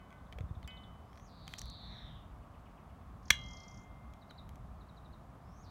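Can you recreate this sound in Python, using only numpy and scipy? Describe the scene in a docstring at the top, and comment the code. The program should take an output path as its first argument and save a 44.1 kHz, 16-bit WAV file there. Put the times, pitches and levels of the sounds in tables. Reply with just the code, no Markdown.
"""The plastic dial of a torque screwdriver, turned by hand close by, ticks and snaps into its lock.
Each contact rings the plastic handle; the snap jolts the steel spring inside, which rings on.
The thumb rubs the dial and fingers bump the grip. Some way off in the garden, finches chirp, wheeze
and trill in gliding whistles and a farther bird slurs, over a low rumble of air and traffic."""
import sys
import numpy as np
from scipy import signal
from scipy.fft import rfft, irfft, next_fast_len
from scipy.io import wavfile

SR = 44100
rng = np.random.default_rng(int(sys.argv[2]) if len(sys.argv) > 2 else 0)


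def to_wav(sig):
    """Store sig (one row per channel, or 1-D mono) as 16-bit WAV at the path in sys.argv[1].

    Samples outside -1..1 are clipped; the rate is SR.
    """
    pcm = np.clip(np.atleast_2d(sig), -1, 1) * 32767
    pcm = np.round(pcm).astype(np.int16)
    wavfile.write(sys.argv[1], SR, pcm.T)  # frames by channels


N = 251370

# thumb strokes on the dial: start_s, length_s, rub_db, faint_tick_db, tick_centre_hz
STROKES = [(0.099, 0.047, -86, -51, 2520), (0.314, 0.019, -86, -45, 2200), (0.624, 0.025, -84, -45, 2500),
           (1.122, 0.077, -80, -50, 3000), (1.469, .11, -65, -49, 2900), (1.571, 0.13, -77, -54, 6400)]


def dial_snap(gap_s=.0015, gap_shrink=.72, rattle_db=-15, loss_db=5.5):
    """The dial slips, hits its lock hard, then rattles, each bounce weaker and sooner."""
    # contacts of the snap: time_s, level_db, centre_hz, focus_db_per_octave
    hits = [(3.30254, -25, 2200, 7), (3.30492, -9.5, 7900, 11), (3.30541, -7.5, 2004, 4),
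            (3.30668, -21, 2000, 4.5), (3.30726, -12, 2793, 6.5)]
    bounce = np.arange(3)
    times = hits[-1][0] + np.cumsum(gap_s * gap_shrink ** bounce)
    rattle = [(s, db, 3600, 2) for s, db in zip(times, rattle_db - loss_db * bounce)]
    return amp(-4) * clicks(hits + rattle, damping=1.0, grit_db=-29, grit_t60_s=.02)


def dial_ticks(rebound_s=.0016, rebound_db=-10, faint_per_s=50, spread_db=3, faint_focus_db=8):
    """The turning dial catches and rebounds once; faint ticks scatter under each thumb stroke."""
    # clear ticks and catches: time_s, level_db, centre_hz, focus_db_per_octave
    ticks = [(0.3256, -37.5, 3100, 16), (0.3866, -38, 800, 7), (0.408, -44, 500, 6),
             (0.6765, -36, 2940, -3.5), (1.198, -47.5, 2500, 6), (1.4793, -30.5, 3000, 5),
             (1.538, -28.5, 3070, 13), (1.5834, -34.5, 6400, 29), (1.5866, -32.5, 6350, 32),
             (1.5926, -31, 7000, 49), (1.6166, -31, 6230, 15), (1.657, -43.5, 14000, 11),
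             (1.7002, -42, 7760, 41), (3.282, -51.5, 3020, 6), (4.137, -49, 6000, 5.5),
             (4.3093, -45.5, 1500, 0), (4.4921, -45, 9500, 9), (4.5575, -48, 8300, 6)]
    contacts = ticks + [(s + rebound_s, db + rebound_db, hz, focus) for s, db, hz, focus in ticks]
    for start, length, _, db, hz in STROKES:
        count = max(round(length * faint_per_s), 1)
        for k, (place, strength) in enumerate(rng.random((count, 2))):
            s = start + length * (k + place) / count
            contacts.append((s, db + spread_db * (2 * strength - 1), hz, faint_focus_db))
    return amp(-5) * clicks(contacts, damping=1.7, grit_db=-19, grit_t60_s=.006, scatter=.07)


def clicks(contacts, damping, grit_db, grit_t60_s, scatter=0):
    """Each contact is a sharp push that ends in a short crunch of plastic on plastic."""
    out, t = np.zeros(N), clock(.02)
    for s, db, centre_hz, focus_db in contacts:
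        force = amp(grit_db - 60 * t / grit_t60_s) * rng.standard_normal(len(t))
        force[0] = 1
        add(out, s, amp(db) * signal.fftconvolve(force, handle(centre_hz, focus_db, damping, scatter)))
    return out


def handle(centre_hz, focus_db, damping, scatter=0):
    """A contact rings the handle's modes near a centre set by its hardness; a firm grip damps them."""
    # modes of the plastic handle: pitch_hz, level_db, t60_s (at damping 1)
    modes = [(480.0, -24, 0.02), (680.0, -24, 0.02), (1190.0, -21, 0.02), (1730.0, -4, 0.016),
             (2190.0, -1, 0.022), (2380.0, -1, 0.013), (3330.0, -2, 0.024), (3920.0, -9, 0.01),
             (4260.0, -7, 0.011), (4710.0, -10, 0.011), (5820.0, -3, 0.009), (6340.0, -9, 0.011),
             (7220.0, -13, 0.008), (8270.0, -14, 0.006), (10470.0, -14, 0.006), (11000.0, -10, 0.006),
             (12700.0, -16, 0.005), (14780.0, -16, 0.005)]
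    t = clock(.03)
    hz, db, t60 = np.transpose(modes)[:, :, None]
    hz = hz * (1 + scatter * rng.uniform(-1.2, 1, hz.shape))  # fingers load it differently each time
    weight = amp(db - focus_db * abs(np.log2(hz / centre_hz)))
    ringing = weight * amp(-60 * t * damping / t60) * np.sin(2 * np.pi * hz * t)
    return -ringing.sum(0) / np.linalg.norm(weight)


def spring(pivot_hz=3000):
    """The steel spring rings long; where and how hard it is hit decides which modes speak."""
    # modes of the spring: pitch_hz, t60_s, end_jolt_db, side_pluck_db
    modes = [(1200, 2.2, -31.5, -48), (1513, 0.91, -40.5, -17), (1810, 0.64, -42.5, -31),
             (2036, .85, -38, -13), (2097, 2.35, -23, -49), (2227, 0.44, -38, -12),
             (2541, 0.35, -34.5, -10.5), (2850, .27, -12, -22), (3020, .8, -30, -4.5),
             (3090, 0.081, -3.5, -43), (3250, 1.085, -17, -25), (3284, 0.25, -11.5, -20),
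             (3366, .2, -4, -42), (3951, 0.34, -17, -40), (4040, .6, -31, -43), (4350, .5, -38, -38),
             (4800, 0.13, -27, -20), (6510, 0.23, -23.5, -40), (7500, 0.04, -19.5, -7),
             (10940, 0.3, -49, -44)]
    # blows on the spring: time_s, level_db, side_share (0-1), brightness_db_per_octave
    blows = [(0.0, -67, 1, -16), (0.115, -70, 1, -23), (0.6764, -47, 1, 0), (3.305, -29.5, 0, 0)]
    out, t = np.zeros(N), clock(1.3)
    for s, db, side, bright_db in blows:
        for hz, t60, end_db, side_db in modes:
            level_db = db + (1 - side) * end_db + side * side_db + bright_db * np.log2(hz / pivot_hz)
            add(out, s, amp(level_db - 60 * t / t60) * np.sin(2 * np.pi * hz * t))
    return out


def thumb_rub(slips_per_s=9000, gain_db=-2):
    """A dense stream of tiny slips hisses through the handle, swelling and fading with each stroke."""
    slips = rng.standard_normal(N) * (rng.random(N) < slips_per_s / SR)
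    envelope = np.zeros(N)
    for start, length, db, *_ in STROKES:
        add(envelope, start, amp(db + gain_db) * np.sin(np.pi * clock(length) / length))
    body = handle(centre_hz=10000, focus_db=7, damping=6.8)
    return envelope * unit(signal.fftconvolve(slips, body)[:N])


def finger_bumps(sag=.65, sag_s=.0088, attack_s=.0024):
    """Dull pushes on the grip whose pitch sags as the flesh relaxes."""
    # bumps of fingers and hand: start_s, level_db, final_pitch_hz, t60_s
    bumps = [(0.354, -38, 55, 0.18), (0.3848, -28.5, 348, 0.012), (0.406, -26.5, 75.4, 0.081),
             (0.409, -36, 334, 0.019), (0.437, -28.5, 57.7, 0.088), (0.5088, -22, 68.4, 0.034),
             (0.568, -32.5, 67, 0.084), (0.646, -33.5, 53, 0.077), (3.304, -28.5, 56, 0.11),
             (3.305, -29, 138, 0.04), (4.309, -41, 940, 0.019)]
    out, t = np.zeros(N), clock(.25)
    for s, db, hz, t60 in bumps:
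        envelope = amp(db - 60 * t / t60) * (1 - np.exp(-t / attack_s))
        add(out, s, -envelope * tone(hz * (1 + sag * np.exp(-t / sag_s))))
    return out


def wheezes(buzz_hz=160, jitter=.0193, crack_db=-7.5, crack_at_s=.99, crack_width_s=.2):
    """A finch's wheeze is a fast buzz of downward sweeps; it climbs, drops, swells and sinks."""
    # the wheezes: start_s
    starts = [1.04, 5.405]
    # contour of every wheeze: offset_s, pitch_hz, level_db, buzz_swing (share of the pitch)
    contour = [(0, 4750, -85, .01), (.15, 5800, -70.5, 0.094), (.215, 6625, -66.5, 0.061),
               (.255, 4235, -65, 0.17), (.67, 4050, -51.5, 0.14), (.92, 3823, -51.5, .09),
               (1.15, 3303, -62.5, 0.16), (1.229, 3340, -78, 0.13)]
    out = np.zeros(N)
    times, *columns = np.transpose(contour)
    t = clock(times[-1])
    hz, db, swing = (np.interp(t, times, column) for column in columns)
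    crack = amp(crack_db) * np.exp(-((t - crack_at_s) / crack_width_s) ** 2)
    for start in starts:
        cycle = np.cumsum(buzz_hz * (1 + .096 * drift(len(t), 36))) / SR % 1
        pitch = hz * (1 + swing * np.cos(np.pi * cycle) + jitter * drift(len(t), 448))
        # at full effort the voice cracks: rough tones at half and one and a half times its pitch
        half = pitch / 2 * (1 + .162 * drift(len(t), 590))
        voice = tone(pitch) + crack * (tone(half) + amp(-14.5) * tone(pitch + half))
        add(out, start, amp(db) * np.sin(np.pi * cycle) * voice)
    return out


def chirps(fall_ratio=1.48, bend=4.0, waver=.023, gain_db=-5):
    """Each finch chirp drops fast, then levels out in pitch."""
    # runs of chirps: start_s, spacing_s, notes, last_note_db, swell_db, final_pitch_hz, note_length_s
    runs = [(0.177, 0.083, 2, -69, 1, 3420, 0.017), (0.485, .062, 2, -61, 5.5, 3400, .016),
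            (0.638, 0.065, 4, -53, 3, 3420, 0.014), (4.209, .0825, 3, -51.5, 10, 3726, .029),
            (4.801, .0805, 5, -61, 2, 3710, .027)]
    out = np.zeros(N)
    for *run, hz, length in runs:
        progress = clock(length) / length
        envelope = np.sin(np.pi * progress ** 1.28)  # peaks late in the note
        for s, db in run_of_notes(*run):
            pitch = hz * fall_ratio ** np.exp(-bend * progress) * (1 + waver * drift(len(progress), 330))
            add(out, s, amp(db + gain_db) * envelope * tone(pitch))
    return out


def trill(gain_db=-7, uneven_db=1.0):
    """A finch whips out short, steep notes in quick runs, slightly uneven in level."""
    # runs of the trill: start_s, spacing_s, notes, last_note_db, swell_db, final_pitch_hz
    runs = [(3.227, 0.026, 3, -52, 13, 3800), (3.387, 0.024, 7, -49.5, 6.5, 4100),
            (3.567, 0.033, 3, -51, -3, 3630), (3.679, .031, 4, -54, -5.5, 4350),
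            (3.791, 0.021, 3, -63.5, -2, 5700)]
    out = np.zeros(N)
    for *run, hz in runs:
        for s, db in run_of_notes(*run):
            gain = amp(db + gain_db + uneven_db * rng.standard_normal())
            add(out, s, gain * sweep(top_hz=7400, end_hz=hz, length_s=.009, waver=.025))
    return out


def slurs(start_s=2.298, spacing_s=.1172, count=7, peak_db=-70.5, ends_db=-8.5):
    """A farther bird slurs low notes at a slow, even pace, loudest in the middle of the series."""
    out = np.zeros(N)
    for k, place in enumerate(np.linspace(-1, 1, count)):
        note = sweep(top_hz=3550, end_hz=1607, length_s=.034, waver=.024)
        add(out, start_s + k * spacing_s, amp(peak_db + ends_db * place ** 2) * note)
    return out


def sweep(top_hz, end_hz, length_s, waver):
    """A whistled note that slides straight down, a little unsteadily."""
    progress = clock(length_s) / length_s
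    pitch = (top_hz + (end_hz - top_hz) * progress) * (1 + waver * drift(len(progress), 500))
    return np.sin(np.pi * progress) * tone(pitch)


def run_of_notes(start, spacing, notes, last_db, swell_db):
    """Times and levels of evenly spaced notes that swell or fade, then level out."""
    k = np.arange(round(notes))
    return zip(start + spacing * k, last_db - swell_db * (1 - k / max(k[-1], 1)) ** 2)


def near_echo(x):
    """The yard round the hands answers with a faint, short tail."""
    # decay of the tail: band_hz, t60_s
    decay = [(200, .2), (1500, 0.18), (3500, .17), (7000, 0.18), (15000, 0.11)]
    return amp(-19.5) * echo(x, decay, delay_s=.005)


def garden(x, direct_db, wet_db):
    """A distant call arrives with a few single echoes and a wash scattered by leaves."""
    # echoes off ground and walls: delay_s, level_db
    bounces = [(.0011, -36), (.0047, -8.5), (.012, -18), (0.021, -37)]
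    # decay of the wash: band_hz, t60_s
    decay = [(1000, .5), (4000, 0.31), (8000, 0.14)]
    out = x.copy()
    for delay, db in bounces:
        add(out, delay, amp(db) * x)
    return amp(direct_db) * out + amp(wet_db) * echo(x, decay, delay_s=.0065)


def air_and_traffic(air_db=-53.5, swell_db=2.5, bass_edge_hz=250):
    """A bed of outdoor noise with broad humps of far traffic; the bass swells unevenly."""
    # spectrum of the outdoor air: frequency_hz, relative_density_db
    spectrum = [(15, -35), (25, -8.5), (59, 1), (108, -5.5), (195, -12), (285, -15.5), (317, -20.5),
                (659, -26), (1100, -22), (1560, -29.5), (2760, -40.5), (3520, -41), (3820, -43.5),
                (4610, -46.5), (16000, -53.5)]
    # bands of traffic hum: centre_hz, width_hz, level_db
    traffic = [(55, 20, -63.5), (182, 60, -64.5), (695, 190, -66), (1096, 270, -67.5)]
    f = np.fft.rfftfreq(N, 1 / SR)
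    coloured = lambda gain: unit(irfft(rfft(rng.standard_normal(N)) * gain, N))
    bed = amp(air_db) * coloured(amp(read(spectrum, f)))
    for hz, width, db in traffic:
        bed += amp(db) * coloured(np.exp(-((f - hz) / width) ** 2))
    bass = irfft(rfft(bed) * np.exp(-(f / bass_edge_hz) ** 2), N)
    return bed + bass * (amp(-swell_db * drift(N, 4.7)) - 1)


def echo(x, decay, delay_s):
    """Sends x through a diffuse tail of energy 1 whose bands die at their own speeds."""
    hz, t, bands = signal.stft(rng.standard_normal(SR // 2), SR, nperseg=256)
    tail = signal.istft(bands * amp(-60 * t / read(decay, hz)[:, None]), SR, nperseg=256)[1]
    tail = np.concatenate([np.zeros(int(delay_s * SR)), tail])
    return signal.fftconvolve(x, tail / np.linalg.norm(tail))[:N]


def tone(hz):
    """A sine along a pitch curve."""
    return np.sin(2 * np.pi * np.cumsum(hz) / SR)


def drift(size, hz):
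    """Random motion of rms about 1, rolling off above hz."""
    span = next_fast_len(size + 4096)
    f = np.fft.rfftfreq(span, 1 / SR)
    return unit(irfft(rfft(rng.standard_normal(span)) * np.exp(-(f / hz) ** 2), span))[:size]


def high_pass(x, hz):
    """Sheds the bass below hz."""
    return signal.sosfilt(signal.butter(2, hz, "highpass", fs=SR, output="sos"), x)


def amp(db):
    """Decibels to gain."""
    return 10 ** (np.asarray(db) / 20)


def unit(x):
    """Scales to rms 1."""
    return x / np.sqrt(np.mean(x ** 2) + 1e-20)


def read(points, hz):
    """Reads a table on a log-frequency axis."""
    f, value = np.transpose(points)
    return np.interp(np.log(hz + 1), np.log(f + 1), value)


def clock(seconds):
    """Sample times from zero."""
    return np.arange(int(seconds * SR)) / SR


def add(mix, s, sound):
    """Mixes a sound in at time s."""
    part = mix[max(round(s * SR), 0):][:len(sound)]
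    part += sound[:len(part)]


def scene():
    """The tool is close and nearly dry; the farther a bird, the more of it arrives as wash."""
    plastic = dial_snap() + dial_ticks() + thumb_rub()
    plastic = high_pass(plastic, hz=875)  # so small a body radiates little bass
    tool = plastic + near_echo(plastic) + spring() + finger_bumps()
    birds = garden(chirps(), direct_db=1, wet_db=-9)
    birds += garden(wheezes(), direct_db=-1, wet_db=-6)
    birds += garden(trill(), direct_db=2.5, wet_db=-2.5)
    birds += garden(slurs(), direct_db=1, wet_db=-1)
    return (tool + birds + air_and_traffic())[None]


def record(dry, low_cut_hz=38, high_cut_hz=15900):
    """The microphone sheds the deepest bass; a steep filter trims the highest treble."""
    band_limit = signal.firwin(511, high_cut_hz, window=("kaiser", 9), fs=SR)
    return signal.oaconvolve(high_pass(dry, low_cut_hz), band_limit[None], "same")


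dry = scene()
out = record(dry)
to_wav(out)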